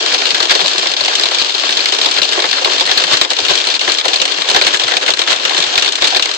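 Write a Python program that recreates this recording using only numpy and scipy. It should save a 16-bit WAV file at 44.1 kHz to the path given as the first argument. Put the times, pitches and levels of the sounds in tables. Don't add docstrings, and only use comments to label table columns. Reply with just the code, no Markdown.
import sys
import numpy as np
from scipy import signal
from scipy.fft import rfft, irfft, next_fast_len
from scipy.io import wavfile

SR = 44100
rng = np.random.default_rng(int(sys.argv[2]) if len(sys.argv) > 2 else 0)


def unload_wav(signal):
    wavfile.write(
        sys.argv[1],
        SR,
        np.round(np.clip(np.atleast_2d(signal).T, -1, 1) * 32767).astype(np.int16),
    )


N = 280917
LEFT_RIGHT = np.array([[1], [-1]])


def from_db(db):
    return 10 ** (np.asarray(db) / 20)


def rms_one(x):
    return x / np.sqrt(np.mean(x ** 2) + 1e-20)


def at_hz(curve, hz):
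    curve_hz, values = np.transpose(curve)
    return np.interp(np.log(hz), np.log(curve_hz), values)


def filtered(x, order, hz, kind):
    return signal.sosfilt(signal.butter(order, hz, kind, fs=SR, output="sos"), x)


# frequency in Hz, time to fall by 60 dB in seconds.
PANEL_DECAY = [(250, 0.17), (700, 0.083), (1500, 0.11), (4000, 0.054), (8000, 0.12)]
# frequency in Hz, left-right likeness from 0 to 1.
PORT_LIKENESS = [(150, 1), (330, 0.73), (700, 0.4), (1400, 0.26), (4000, 0.34), (8000, 0.069)]
# frequency in Hz, left minus right in dB.
PORT_COLOUR = [(60, -1), (140, 8), (310, 0), (720, 1), (1100, 0), (1640, 2), (2100, 2), (2500, 4.5),
               (3300, 5), (4200, 7.5), (4800, 1), (5400, -2), (6800, -3), (8570, 0)]
LEFT_LAG_S = 0.00045
PART_HZ = [1200, 2400]
TICK_T60_S = 0.023
SPOT_SPREAD_DB, SPOT_TILT_DB = 3.0, 1.5
CONTACT_CYCLES = 2.0


def panel_rings(colour, tick_db, count):
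    t = np.arange(6144) / SR
    run_in = 1024
    edges = 140 * 2 ** (np.arange(31) / 5)
    rings = np.zeros((3, count, 2, len(t)))
    tick = from_db(tick_db - 60 * t / TICK_T60_S)
    tilt_db = SPOT_TILT_DB * rng.standard_normal((count, 1, 1))
    for low, high in zip(edges, edges[1:]):
        hz = np.sqrt(low * high)
        alike, t60 = at_hz(PORT_LIKENESS, hz), at_hz(PANEL_DECAY, hz)
        shared, left, right = rng.standard_normal((3, count, len(t) + run_in))
        lag = round(LEFT_LAG_S * SR * min(1, hz / 1000))
        common = np.stack([np.roll(shared, lag, axis=1), shared], axis=1)
        separate = np.stack([left, right], axis=1)
        noise = np.sqrt(alike) * common + np.sqrt(1 - alike) * separate
        steady = filtered(noise, 2, [low, high], "band")[..., run_in:]

        decay = tick + from_db(-60 * t / t60)
        build_up = 1 - np.exp(-t * hz / CONTACT_CYCLES)
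        band = steady * decay * build_up / np.sqrt(t60)
        side_db = at_hz(PORT_COLOUR, hz) / 2 * LEFT_RIGHT
        spot_db = SPOT_SPREAD_DB * rng.standard_normal((count, 1, 1)) + tilt_db * np.log2(hz / PART_HZ[1])
        part = np.searchsorted(PART_HZ, hz)
        rings[part] += from_db(at_hz(colour, hz) + side_db + spot_db) * band
    return rings


def strike(at, sizes, pan_db, rings):
    size = next_fast_len(N + rings.shape[-1])
    out = np.zeros((2, N))
    for side, sign in enumerate((1, -1)):
        side_sizes = sizes * from_db(sign * pan_db / 2)
        spectrum = 0
        for spot, ring in enumerate(rings):
            mine = slice(spot, None, len(rings))
            clicks = np.zeros(N)
            np.add.at(clicks, at[mine], side_sizes[mine])
            spectrum = spectrum + rfft(clicks, size) * rfft(ring[side], size)
        out[side] = irfft(spectrum, size)[:N]
    return out


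# middle in seconds, change in dB, whole length in seconds.
FLURRIES = [(0.472, -6, 0.043), (0.514, 8, 0.04), (0.939, -6, 0.11), (1.302, -3, 0.037),
            (1.525, -6.5, 0.062), (2.694, 2.5, 0.12), (2.904, 2, 0.058), (2.986, 5, 0.089),
            (3.129, 5.5, 0.11), (3.278, -9.5, 0.083), (3.308, 6, 0.035), (3.355, -7, 0.078),
            (3.506, 7, 0.063), (3.792, -10.5, 0.057), (3.893, 5.5, 0.055), (4.019, -10, 0.053),
            (4.442, -6, 0.085), (4.583, 2.5, 0.64), (4.778, -17, 0.043), (4.992, -6, 0.038),
            (5.028, 5.5, 0.033), (5.05, -4.5, 0.027), (5.09, 9, 0.064), (5.151, -7, 0.099),
            (5.253, -3, 0.047), (5.308, 9, 0.12), (5.916, -4.5, 0.069), (5.98, -5.5, 0.11),
            (6.052, 4.5, 0.26)]


def flurries_db():
    t = np.arange(N) / SR
    out = np.zeros(N)
    for middle_s, change_db, length_s in FLURRIES:
        out += change_db * np.cos(np.pi * np.clip((t - middle_s) / length_s, -.5, .5)) ** 2
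    return out


# time in seconds, level in dB before the flurries.
SHOWER_LEVEL = [(0.0, -15), (0.19, -16), (3.48, -16.5), (4.33, -17.5), (4.75, -16.5), (5.2, -19),
                (5.62, -15.5), (6.37, -19.5)]
# frequency in Hz, relative level in dB per Hz.
DROP_TONE = [(71, -69), (120, -18), (199, -15.5), (361, -4.5), (519, -4.5), (731, -3), (1330, -5.5),
             (1560, -2), (1910, -9.5), (3000, 1), (3930, -2.5), (4600, -2), (5300, -7), (5850, -9.5),
             (7390, -12.5), (8090, -17.5), (9020, -56), (11700, -76), (19800, -120)]
DROPS_PER_S, DROP_TICK_DB = 1000, -4.5
DROP_SPREAD_DB, DROP_PAN_DB = 3.5, 3.0


def shower():
    at = np.flatnonzero(rng.random(N) < DROPS_PER_S / SR)
    count = len(at)
    size_db = DROP_SPREAD_DB * np.minimum(rng.exponential(1, count), 2.8)
    sizes = from_db(size_db) * rng.choice([-1, 1], count)
    pan_db = DROP_PAN_DB * rng.standard_normal(count)
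    rings = panel_rings(DROP_TONE, DROP_TICK_DB, count=12).sum(axis=0)
    patter = strike(at, sizes, pan_db, rings)
    s, level_db = np.transpose(SHOWER_LEVEL)
    return rms_one(patter) * from_db(flurries_db() + np.interp(np.arange(N) / SR, s, level_db))


# middle in seconds, peak in dB midway between the sides, pitch in Hz.
LOW_BUMPS = [(0.339, -39.5, 170), (0.408, -42.0, 117.0), (0.51, -40, 115.0), (0.51, -38, 60),
             (0.639, -31, 176), (0.789, -35, 181.0), (0.895, -43, 179), (1.027, -39, 134.0),
             (1.258, -39, 181.0), (1.32, -41, 45), (1.39, -41, 112.0), (1.416, -39.5, 163.0),
             (1.704, -41, 181.0), (1.774, -44, 119.0), (2.07, -50, 50), (2.078, -42, 127),
             (2.174, -49, 129.0), (2.2, -39, 60.0), (2.212, -37, 177.0), (2.371, -39, 169),
             (2.451, -43, 118.0), (2.493, -37, 174), (2.67, -40.0, 65.0), (2.746, -41.5, 195),
             (2.796, -45.5, 111.0), (2.854, -40.0, 162.0), (2.905, -40, 123.0), (3.059, -38, 161),
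             (3.14, -31, 125), (3.22, -40, 55), (3.431, -38, 96.0), (3.51, -31, 166), (3.53, -38, 65.0),
             (3.878, -48.0, 101.0), (3.89, -38, 55), (4.079, -41, 117.0), (4.217, -34.5, 179),
             (4.395, -38, 174), (4.503, -38.5, 178.0), (4.56, -29, 60.0), (4.57, -38, 110.0),
             (4.66, -38, 45.0), (4.668, -32, 195), (4.855, -37, 124), (4.966, -39, 178.0),
             (5.101, -39, 194.0), (5.14, -43, 119), (5.193, -45, 113.0), (5.361, -44, 117),
             (5.469, -43, 175), (5.598, -33, 169), (5.676, -41, 123.0), (5.781, -44, 59.6),
             (5.782, -46, 113.0), (6.02, -36, 60), (6.025, -48, 115.0)]
BUMP_S, BUMP_LEFT_DB = 0.045, 3.0
BUMP_SKEW_RAD = 1.2


def low_bumps():
    out = np.zeros((2, N))
    reach = SR // 10
    t = np.arange(-reach, reach) / SR
    swell = np.cos(np.pi * np.clip(t / BUMP_S, -.5, .5)) ** 2
    phases = rng.normal(0, BUMP_SKEW_RAD, (len(LOW_BUMPS), 2, 1))
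    for (middle_s, peak_db, hz), phase in zip(LOW_BUMPS, phases):
        sides = from_db(peak_db + BUMP_LEFT_DB / 2 * LEFT_RIGHT)
        first = int(middle_s * SR) - reach
        out[:, first:first + len(t)] += sides * swell * np.sin(2 * np.pi * hz * t + phase)
    return out


# start in seconds, peak of the treble in dB, the band below in dB relative to that peak.
GLASS_PELLETS = [(0.061, -11, -1), (0.1246, -21, 10), (0.1866, -23, 11), (0.2545, -23, 6), (0.3058, -16, 7),
                 (0.349, -25, 13), (0.4033, -18, 15), (0.4543, -19, 8), (0.5514, -23, 12), (0.66, -13, -5),
                 (0.67, -17, 8), (0.6801, -11, 4), (0.6934, -19, 5), (0.714, -26, 14), (0.7339, -21, -1),
                 (0.7812, -22, 8), (0.8707, -19, 9), (0.8874, -26, 13), (0.9168, -25, 14), (0.9377, -20, 6),
                 (0.9667, -30, 9), (1.0503, -23, 12), (1.1536, -17, 9), (1.1965, -18, 11), (1.2114, -15, 3),
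                 (1.2865, -27, 14), (1.3468, -14, 8), (1.3859, -14, 4), (1.4461, -24, 13), (1.4588, -23, 9),
                 (1.4965, -29, 16), (1.7516, -23, 9), (1.7727, -15, 2), (1.8569, -16, 11), (1.8883, -25, 9),
                 (1.9486, -26, 9), (2.1124, -16, 2), (2.142, -15, 0), (2.2319, -25, 8), (2.2911, -20, 9),
                 (2.4213, -24, 7), (2.5137, -18, 9), (2.7346, -22, 9), (3.0379, -19, 9), (3.1721, -24, 8),
                 (3.249, -22, 8), (3.3034, -13, 5), (3.3328, -19, 8), (3.3673, -24, 12), (3.3881, -23, 10),
                 (3.4022, -24, 14), (3.5351, -23, 8), (3.5771, -25, 6), (3.7415, -28, 10), (3.9204, -14, 1),
                 (3.9417, -15, 5), (3.984, -17, 2), (4.0825, -13, 9), (4.1418, -9, -2), (4.1588, -21, 3),
                 (4.2541, -28, 9), (4.2782, -24, 13), (4.4097, -27, 4), (4.4198, -33, 10), (4.489, -19, 9),
                 (4.5133, -14, 3), (4.5467, -20, 9), (4.5631, -22, 12), (4.762, -15, -7), (4.7704, -22, 12),
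                 (4.839, -21, 7), (4.9382, -28, 9), (4.9682, -15, 8), (5.0624, -28, 7), (5.1045, -9, 0),
                 (5.137, -18, 3), (5.1924, -15, 3), (5.3109, -16, 6), (5.3609, -20, 4), (5.6022, -13, -2),
                 (5.6406, -20, 10), (5.6667, -19, -2), (5.7955, -17, 6), (5.9226, -12, -1),
                 (5.9551, -17, -2), (6.0212, -16, 0), (6.0793, -13, 2), (6.2565, -16, 6), (6.3138, -17, 3),
                 (6.3477, -24, 4)]
# lower edge in Hz, upper edge in Hz.
PELLET_BANDS = [(5300, 8000), (3300, 5200)]
PELLET_T60_S = [0.015, 0.014]
PELLET_RISE_S, PELLET_PAN_DB = 0.0002, 1


def pellets():
    t = np.arange(1024) / SR
    out = np.zeros((2, N + len(t)))
    s, treble_db, below_db = np.transpose(GLASS_PELLETS)
    starts = (s * SR).astype(int)
    pan_db = PELLET_PAN_DB * rng.standard_normal((len(s), 1, 1)) / 2 * LEFT_RIGHT
    band_levels_db = (treble_db, treble_db + below_db)
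    for edges, level_db, t60 in zip(PELLET_BANDS, band_levels_db, PELLET_T60_S):
        noise = filtered(rng.standard_normal((len(s), 2, len(t))), 2, edges, "band")
        ticks = noise * from_db(-60 * t / t60) * (1 - np.exp(-t / PELLET_RISE_S))
        ticks = ticks / np.abs(ticks.mean(axis=1)).max(axis=1)[:, None, None]
        side_db = at_hz(PORT_COLOUR, np.sqrt(edges[0] * edges[1])) / 2 * LEFT_RIGHT
        ticks = ticks * from_db(level_db[:, None, None] + pan_db + side_db)
        for start, tick in zip(starts, ticks):
            out[:, start:start + len(t)] += tick
    return out[:, :N]


# start in seconds, peak of the crack in dB, knock and then thud as
# rms in dB relative to that peak, left minus right in dB.
HAILSTONES = [(0.0055, -13, -17, -13, -1), (0.038, -18, -19, -4.5, 1), (0.061, -8, -12.5, -17, 2),
              (0.0946, -17, -28, -18, 5), (0.111, -16, -15, -22, -4), (0.119, -12, -9, -22, -2),
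              (0.1266, -10.5, -18, -15, 2), (0.1384, -4, -21, -20, -2), (0.1444, 0.5, -19, -22, 0),
              (0.1873, -9, -22, -13.5, 0), (0.218, -6, -13, -17, -3), (0.235, -16, -9, -27, -2),
              (0.2545, -4, -21, -23, 5), (0.2667, -8.5, -25, -17.5, 6.5), (0.2907, -12, -22, -33, -2),
              (0.3048, -4, -22, -33, 8), (0.3132, -8, -29, -19, -5), (0.3456, -5, -9, -19, 1.5),
              (0.3792, -12.5, -14, -12, -4), (0.4028, -2.5, -15, -17, 6), (0.427, -4.5, -18, -15, -2),
              (0.454, -7.5, -30, -17, 3), (0.47, -13, -19, -15, 0), (0.4957, -3.5, -11, -22, 1),
              (0.5076, 2, -15, -21.5, 3), (0.5129, -1.5, -14, -23, -11), (0.5193, -10, -17, -16, 6),
              (0.5513, 2.5, -20.5, -18, -0.5), (0.5924, -12, -8, -11.5, 0), (0.604, -6, -21, -19, 6),
              (0.6128, -5, -18, -18, 1.5), (0.6433, -9.5, -16, -10, 1), (0.659, -3.5, -24, -19.5, 1),
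              (0.6694, -10, -22, -30, -3), (0.68, -5.5, -22, -24, 3), (0.6937, -14, -23, -26, 1),
              (0.712, -12, -15, -25, 5), (0.733, -13, -28, -28, 8), (0.746, -18, -18, -5, 1),
              (0.757, -16, -8, -13, -1), (0.7801, -4, -19, -21, 2), (0.7942, -7, -19, -26, 0),
              (0.8278, -7, -19, -16, -5), (0.857, -9.5, -10, -11, 0), (0.87, -3, -26, -28, -3),
              (0.8857, -20, -22, -25, -2), (0.8983, -17, -15, -12, -3), (0.9157, -4.5, -25, -21, -2),
              (0.937, -7.5, -18, -22, 5), (0.9659, -6, -22, -22, 0), (0.9984, -10, -22, -24, 5),
              (1.008, -3.5, -19, -16.5, 1), (1.0358, -9, -26, -19, 2), (1.0485, -6, -22, -24, -4),
              (1.0579, -6, -18, -17, -2), (1.08, -1.5, -19.5, -15.5, 0), (1.1117, -15.5, -4.5, -11, 1),
              (1.127, -20, -3, -9, -8), (1.1524, -2, -23, -34, 1), (1.1847, -12, -11, -27, 0),
              (1.1968, -9, -11, -14, -2), (1.211, -10, -12, -18, 0), (1.2345, -1, -24, -18.5, 1.5),
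              (1.256, -4.5, -21, -18, 1), (1.267, -13, -13, -26, -3), (1.2871, -13, -15, -16, 4),
              (1.3119, -11, -13, -10.5, -1), (1.3269, -19, -19, -22, -2), (1.3467, -7.5, -32, -38, 8),
              (1.3695, -14, -23, -26, 3), (1.3843, -5, -32, -31, -4), (1.397, -7, -18, -23, 1),
              (1.4152, -4.5, -28, -24, 1), (1.422, -8, -26, -24, 1), (1.4457, -11, -30, -26, 8),
              (1.4942, -8.5, -21, -19.5, 6), (1.504, -12, -19, -28, 8), (1.5217, -12, -31, -29, 0),
              (1.5418, -16, -22, -15, 0), (1.5473, -6, -27, -23, 4), (1.5796, -14, -30, -32, 5),
              (1.5965, -4.5, -28, -33, 2), (1.635, -12, -7.5, -10, 5), (1.665, -15, -27, -15, 0),
              (1.6818, -9, -27, -27, 2), (1.6914, -1, -17.5, -25, -2), (1.7046, -9, -31, -34, -4),
              (1.7165, -9, -20, -25, 1), (1.7247, -3, -24, -31, 0), (1.7701, -2.5, -22, -30, -2),
              (1.791, -7, -26, -32, -2), (1.8046, -8, -18, -20, 7), (1.8148, -14, -21, -34, 4),
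              (1.8245, -12.5, -30, -34, 0), (1.8456, -12, -22, -21, -2), (1.8566, 0, -17, -30, 0),
              (1.867, -21, -22, -23, -1), (1.8858, -7.5, -25, -21, 4), (1.9219, -3.5, -18, -15.5, 1),
              (1.9374, -6, -23, -22, 3), (1.9473, -8, -20, -21, 3), (1.9856, -4, -22, -19.5, -4.5),
              (2.0134, -1.5, -22, -22, -1), (2.0461, -4.5, -25, -23, -3), (2.059, 2, -24, -22.5, 4),
              (2.087, -6, -17, -17, -3), (2.1118, -6.5, -21, -29, 4), (2.125, -14, -17, -28, 2),
              (2.139, -13, -20, -20, -2), (2.164, -7, -20, -19, 3), (2.1734, -7.5, -11, -25, 3),
              (2.1847, -4.5, -12.5, -16, 2), (2.2174, 0, -20, -21.5, 4), (2.2297, -5.5, -31, -30, 13),
              (2.243, -9, -29, -22, 3), (2.2514, -6, -31, -21, -3), (2.2891, -7.5, -20, -17.5, -1),
              (2.322, -8, -15, -17, -1), (2.3308, -6.5, -14, -25, 2), (2.352, -14, -10, -9, 0),
              (2.3752, -14.5, -7, 0, -3), (2.3909, -9, -9, -9, 0), (2.4005, -7, -19, -20, 4),
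              (2.421, -6.5, -17, -15, -1), (2.4408, -7.5, -7, -10.5, 0), (2.454, -6, -20, -33, 4),
              (2.465, -21, -16, -31, 2), (2.4883, -13, -30, -28, 9), (2.512, -5.5, -31, -31, 6),
              (2.5283, -3.5, -13.5, -27, 0), (2.5495, -16, -14, -20, 0), (2.568, -7.5, -15, -16.5, -1),
              (2.582, -11, -8, -16, 1), (2.6125, -16, -19, -8.5, -2), (2.62, -17, -15, -4.5, -1),
              (2.6455, 4.5, -25, -25, 1.5), (2.656, -7, -12, -8.5, 1), (2.672, -12.5, -10, -3.5, 0),
              (2.698, -13, -11, -10, 3), (2.7172, -14, -15, -18, 2), (2.7326, -7.5, -15, -20, 2),
              (2.7622, -10, -13, -23, 2), (2.7806, -8, -17, -20, 1), (2.7975, -2.5, -31, -28, -2),
              (2.8082, 2.5, -27, -21, 0), (2.8532, -6, -21, -25, -2), (2.863, -8, -22, -25, 3),
              (2.8738, -6.5, -11.5, -18, 1), (2.893, -9, -10, -18, 8), (2.913, 2, -19, -22.5, 1),
              (2.9606, -17, -18, -11, -5), (2.975, 5, -18, -32, 5), (2.9985, -11, -17, -19, 1),
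              (3.0196, -7.5, -15, -16, 1), (3.0378, -3.5, -13, -20, 1), (3.0766, -12.5, -12, -11, 2),
              (3.1116, -8, -14, -15, -5), (3.1225, -7.5, -18, -14, 10), (3.1324, -2, -15, -22, 2),
              (3.1389, 0, -15, -24, -3), (3.17, -4, -17, -38, 3), (3.195, -17, -26, -26, 4),
              (3.2122, 6, -19.5, -21, 0.5), (3.2327, -11, -19, -35, 2), (3.248, -7.5, -15, -17.5, 4.5),
              (3.3035, -3, -23, -30, -3), (3.313, -9, -15, -12.5, 4), (3.333, -6.5, -20, -28, 3),
              (3.3663, -7, -22, -32, 2), (3.3877, -2.5, -23, -17, 0), (3.402, -9, -26, -29, 7),
              (3.4281, -20, -18, -18, -1), (3.4348, -16, -15, -12, 0), (3.4498, -5.5, -18, -31, 6),
              (3.4635, -8.5, -15, -16, -2), (3.483, -1, -31, -26, 5), (3.493, -9, -24, -15, 4),
              (3.4975, -8, -15, -27, 9), (3.5064, -9, -20, -4.5, 4), (3.5346, -4, -19, -34, 0),
              (3.553, -2.5, -19, -22, 1), (3.576, -5.5, -29, -29, 11), (3.5854, -9, -27, -26, -8),
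              (3.602, -11, -29, -26, 3), (3.6143, -8, -24, -32, 5), (3.6404, -7, -18, -30, 3),
              (3.6703, -3, -23, -21.5, 0), (3.6864, -5, -20, -20, 5), (3.701, -3, -25, -28, -2.5),
              (3.7134, -9, -27, -25, 2), (3.7396, -5, -23, -28, 2), (3.751, -8.5, -28, -23, 11),
              (3.7632, -13, -23, -33, 0), (3.7929, -6.5, -26, -28, 1), (3.8083, -11, -16, -22, 2),
              (3.8127, -2, -23, -24, 0), (3.8412, -13, -19, -33, 1), (3.862, -24, -17, -19, 5),
              (3.8771, -9.5, -4.5, -6.5, 3.5), (3.8971, -4, -16, -26, 4), (3.9187, -3, -19, -28, 4),
              (3.947, -7, -18, -20.5, 7), (3.9847, -4.5, -19, -34, 0), (3.999, -8, -24, -31, -4),
              (4.0114, -8, -17, -25, 4), (4.0448, -13, -11, -9, 2), (4.0535, -4, -15, -10.5, 0),
              (4.0812, -0.5, -22, -21, 4), (4.1085, -21, -12, -6.5, -7), (4.1328, -2.5, -20, -26, 5.5),
              (4.1404, -5, -25, -18, -2), (4.1589, -0.5, -32, -23.5, -1), (4.1992, -5.5, -27, -21, 6),
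              (4.216, 2, -20.5, -23, -2), (4.2531, -2.5, -18, -19.5, -2), (4.2776, -8, -16, -20, -2),
              (4.3138, -10, -26, -20, 7), (4.3198, -9.5, -16, -27, 9), (4.343, -19, -24, -28, 7),
              (4.3617, -15, -25, -26, 8), (4.3829, -15.5, -8, -12, 6), (4.4097, -9.5, -18, -21, 6),
              (4.4186, -6, -15, -25, 3), (4.4438, -13, -14, -15, 3), (4.455, -12, -24, -15, 1),
              (4.487, 2, -23, -21, -3), (4.4988, -1.5, -24, -21.5, 1), (4.5126, -3, -24, -17, 0),
              (4.5462, 0, -11.5, -16, 5), (4.5616, 5.5, -16.5, -17, 0), (4.612, 0.5, -14, -20, 0),
              (4.62, 0.5, -20, -18, 1), (4.6374, -7, -21, -24, -2), (4.6467, -6, -19, -22, 2),
              (4.6668, 2, -16, -19, 2), (4.677, 1.5, -21, -23, 0), (4.7042, -18, -7, -12, -4),
              (4.7365, -7.5, -10, -16, -5), (4.7431, -2.5, -10, -23, 5), (4.7607, -8, -20, -17, -9),
              (4.771, -9, -24, -19, 5), (4.796, -1.5, -19.5, -23, 1), (4.816, -9, -19, -14.5, 2),
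              (4.824, -16, -20, -15, 5), (4.8355, -2.5, -25, -25, 1), (4.8526, -13, -20, -22, 4),
              (4.8804, -5.5, -10.5, -19.5, 2), (4.9108, -7.5, -12, -14.5, -4), (4.919, -4.5, -12, -18.5, 6),
              (4.9368, -10, -13, -14, 11), (4.9672, 2.5, -25, -22.5, 2), (5.012, -15, -10, -16, -5),
              (5.028, -7.5, -16, -24, 2), (5.035, -12.5, -6.5, -9.5, 0), (5.062, -6, -16, -19, 4),
              (5.079, -7, -7, -19, 7), (5.0892, -14, -7, -6.5, -13), (5.1042, -3.5, -19, -19, 3),
              (5.1187, -14, -25, -31, 9), (5.1365, -1, -22.5, -25, -1), (5.171, -10, -14, -25, 3),
              (5.1907, 1.5, -20, -22, 5), (5.216, -2.5, -17, -22, 2), (5.2371, -10, -19, -19, -2),
              (5.2755, -4.5, -11.5, -24, -3), (5.31, -4.5, -17, -27, -1), (5.3186, -8, -8, -19, -4),
              (5.328, -4, -20, -22, 13), (5.351, -19, -11, -8, 1), (5.3609, -9.5, -24, -22, 3),
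              (5.385, -14, -19, -20, 3), (5.402, -17, -13, -8, -2), (5.4325, -13, -16, -17, 2),
              (5.4507, -0.5, -14, -22, 3), (5.494, -8, -17, -19, 9), (5.507, -8.5, -13, -9, 0),
              (5.519, -16, -16, -8, 7), (5.5317, -13, -18, -14, 6), (5.5458, -7.5, -14, -12.5, 2),
              (5.567, -5, -17, -31, 2), (5.5783, -2, -20, -19, 2), (5.5856, -4.5, -17, -25, -2),
              (5.6021, -7, -19, -17, 5), (5.6242, -2, -21, -24, -3), (5.6387, -3, -23, -27, 2),
              (5.6577, -21, -18, -21, -1), (5.6871, -23, -13, -8, -5), (5.711, -16, -17, -10, 1),
              (5.7389, -9, -21, -14, 2), (5.7552, -2, -23, -22, -1), (5.777, 5.5, -18.5, -28, 4),
              (5.7956, -8, -27, -22, 4), (5.811, -9, -20, -25, -6), (5.8225, 0, -17, -28, 0),
              (5.8463, -5.5, -18, -22, 3), (5.859, -2, -22, -30, -7), (5.8772, -4, -17, -19, 4),
              (5.888, -6.5, -30, -29, -1), (5.9208, -7.5, -19, -39, 0), (5.9316, -13, -20, -26, 4),
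              (5.954, -5, -21, -29, 2), (5.977, -19, -11, -15, 0), (5.9826, -15.5, -7, -16, 1),
              (6.021, 1, -19, -16.5, 1), (6.042, 3.5, -23, -26, -6), (6.052, -6, -18, -20, 5),
              (6.0709, -2.5, -23, -33, 2), (6.104, -6.5, -24, -27, 5), (6.124, -9.5, -12, -9, -3),
              (6.1468, -3, -16, -21, 6), (6.1609, -2.5, -22, -14.5, -5), (6.167, 1.5, -23, -32, 2),
              (6.1948, -1, -16.5, -21, -2), (6.2238, 0, -22, -34, 2), (6.249, -21, -15, -16, -4),
              (6.2567, -5.5, -16, -18.5, -2), (6.262, -24, -20, -22, 4), (6.2743, -18.5, -14, -11, 7),
              (6.2905, -11, -12, -14, 0), (6.3136, -6.5, -20, -32, -1), (6.3376, -13, -28, -35, 4),
              (6.347, -13, -22, -26, -1)]
# frequency in Hz, relative level in dB per Hz within each part.
STONE_TONE = [(71, -55), (120, -47), (226, -38), (361, 1.5), (441, -2.5), (731, -1), (1330, -3),
              (1560, 2.5), (1940, -0.5), (3860, 10), (4600, 4.5), (5300, 1), (5850, -4), (7390, -8),
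              (9020, -10), (11700, -80), (19800, -120)]
STONE_TICK_DB = 3.5


def hailstones():
    s, crack_db, knock_db, thud_db, pan_db = np.transpose(HAILSTONES)
    thud, knock, crack = panel_rings(STONE_TONE, STONE_TICK_DB, count=20)
    thud, knock = [part / np.sqrt(np.mean(part[..., :400] ** 2, axis=(1, 2), keepdims=True))
                   for part in (thud, knock)]
    crack = crack / np.abs(crack.mean(axis=1)).max(axis=1)[:, None, None]
    at = (s * SR).astype(int)
    parts = (thud, crack_db + thud_db), (knock, crack_db + knock_db), (crack, crack_db)
    return sum(strike(at, from_db(level_db), pan_db, part) for part, level_db in parts)


# time in seconds, level in dB.
EDGE_LEVEL = [(0, 1), (1.2, 1), (2.4, 1), (3.2, -0.2), (4.2, -1), (5.2, -3.5), (6.37, 0)]
EDGE_HZ = [4200, 5400]


def shade_bright_edge(panels):
    edge = filtered(panels, 1, EDGE_HZ, "band")
    level_db = np.interp(np.arange(N) / SR, *np.transpose(EDGE_LEVEL))
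    return panels + edge * (from_db(level_db) - 1)


BASS_CUT_HZ = 229


def scene():
    panels = shade_bright_edge(hailstones() + shower() + pellets())
    return filtered(panels, 9, BASS_CUT_HZ, "high") + low_bumps()


PREAMP_TOP, PREAMP_KNEE = 0.92, 12
RUMBLE_CUT_HZ, PORT_TOP_HZ, CUTOFF_HZ = 45, 10340, 15700


def record(dry):
    rounded = dry / (1 + np.abs(dry / PREAMP_TOP) ** PREAMP_KNEE) ** (1 / PREAMP_KNEE)
    coupled = filtered(rounded, 1, RUMBLE_CUT_HZ, "high")
    heard = signal.sosfilt(signal.cheby2(8, 50, PORT_TOP_HZ, fs=SR, output="sos"), coupled)
    clipped = np.clip(heard, -1, 1)
    return signal.sosfilt(signal.cheby2(12, 60, CUTOFF_HZ, fs=SR, output="sos"), clipped)


dry = scene()
out = record(dry)
unload_wav(out)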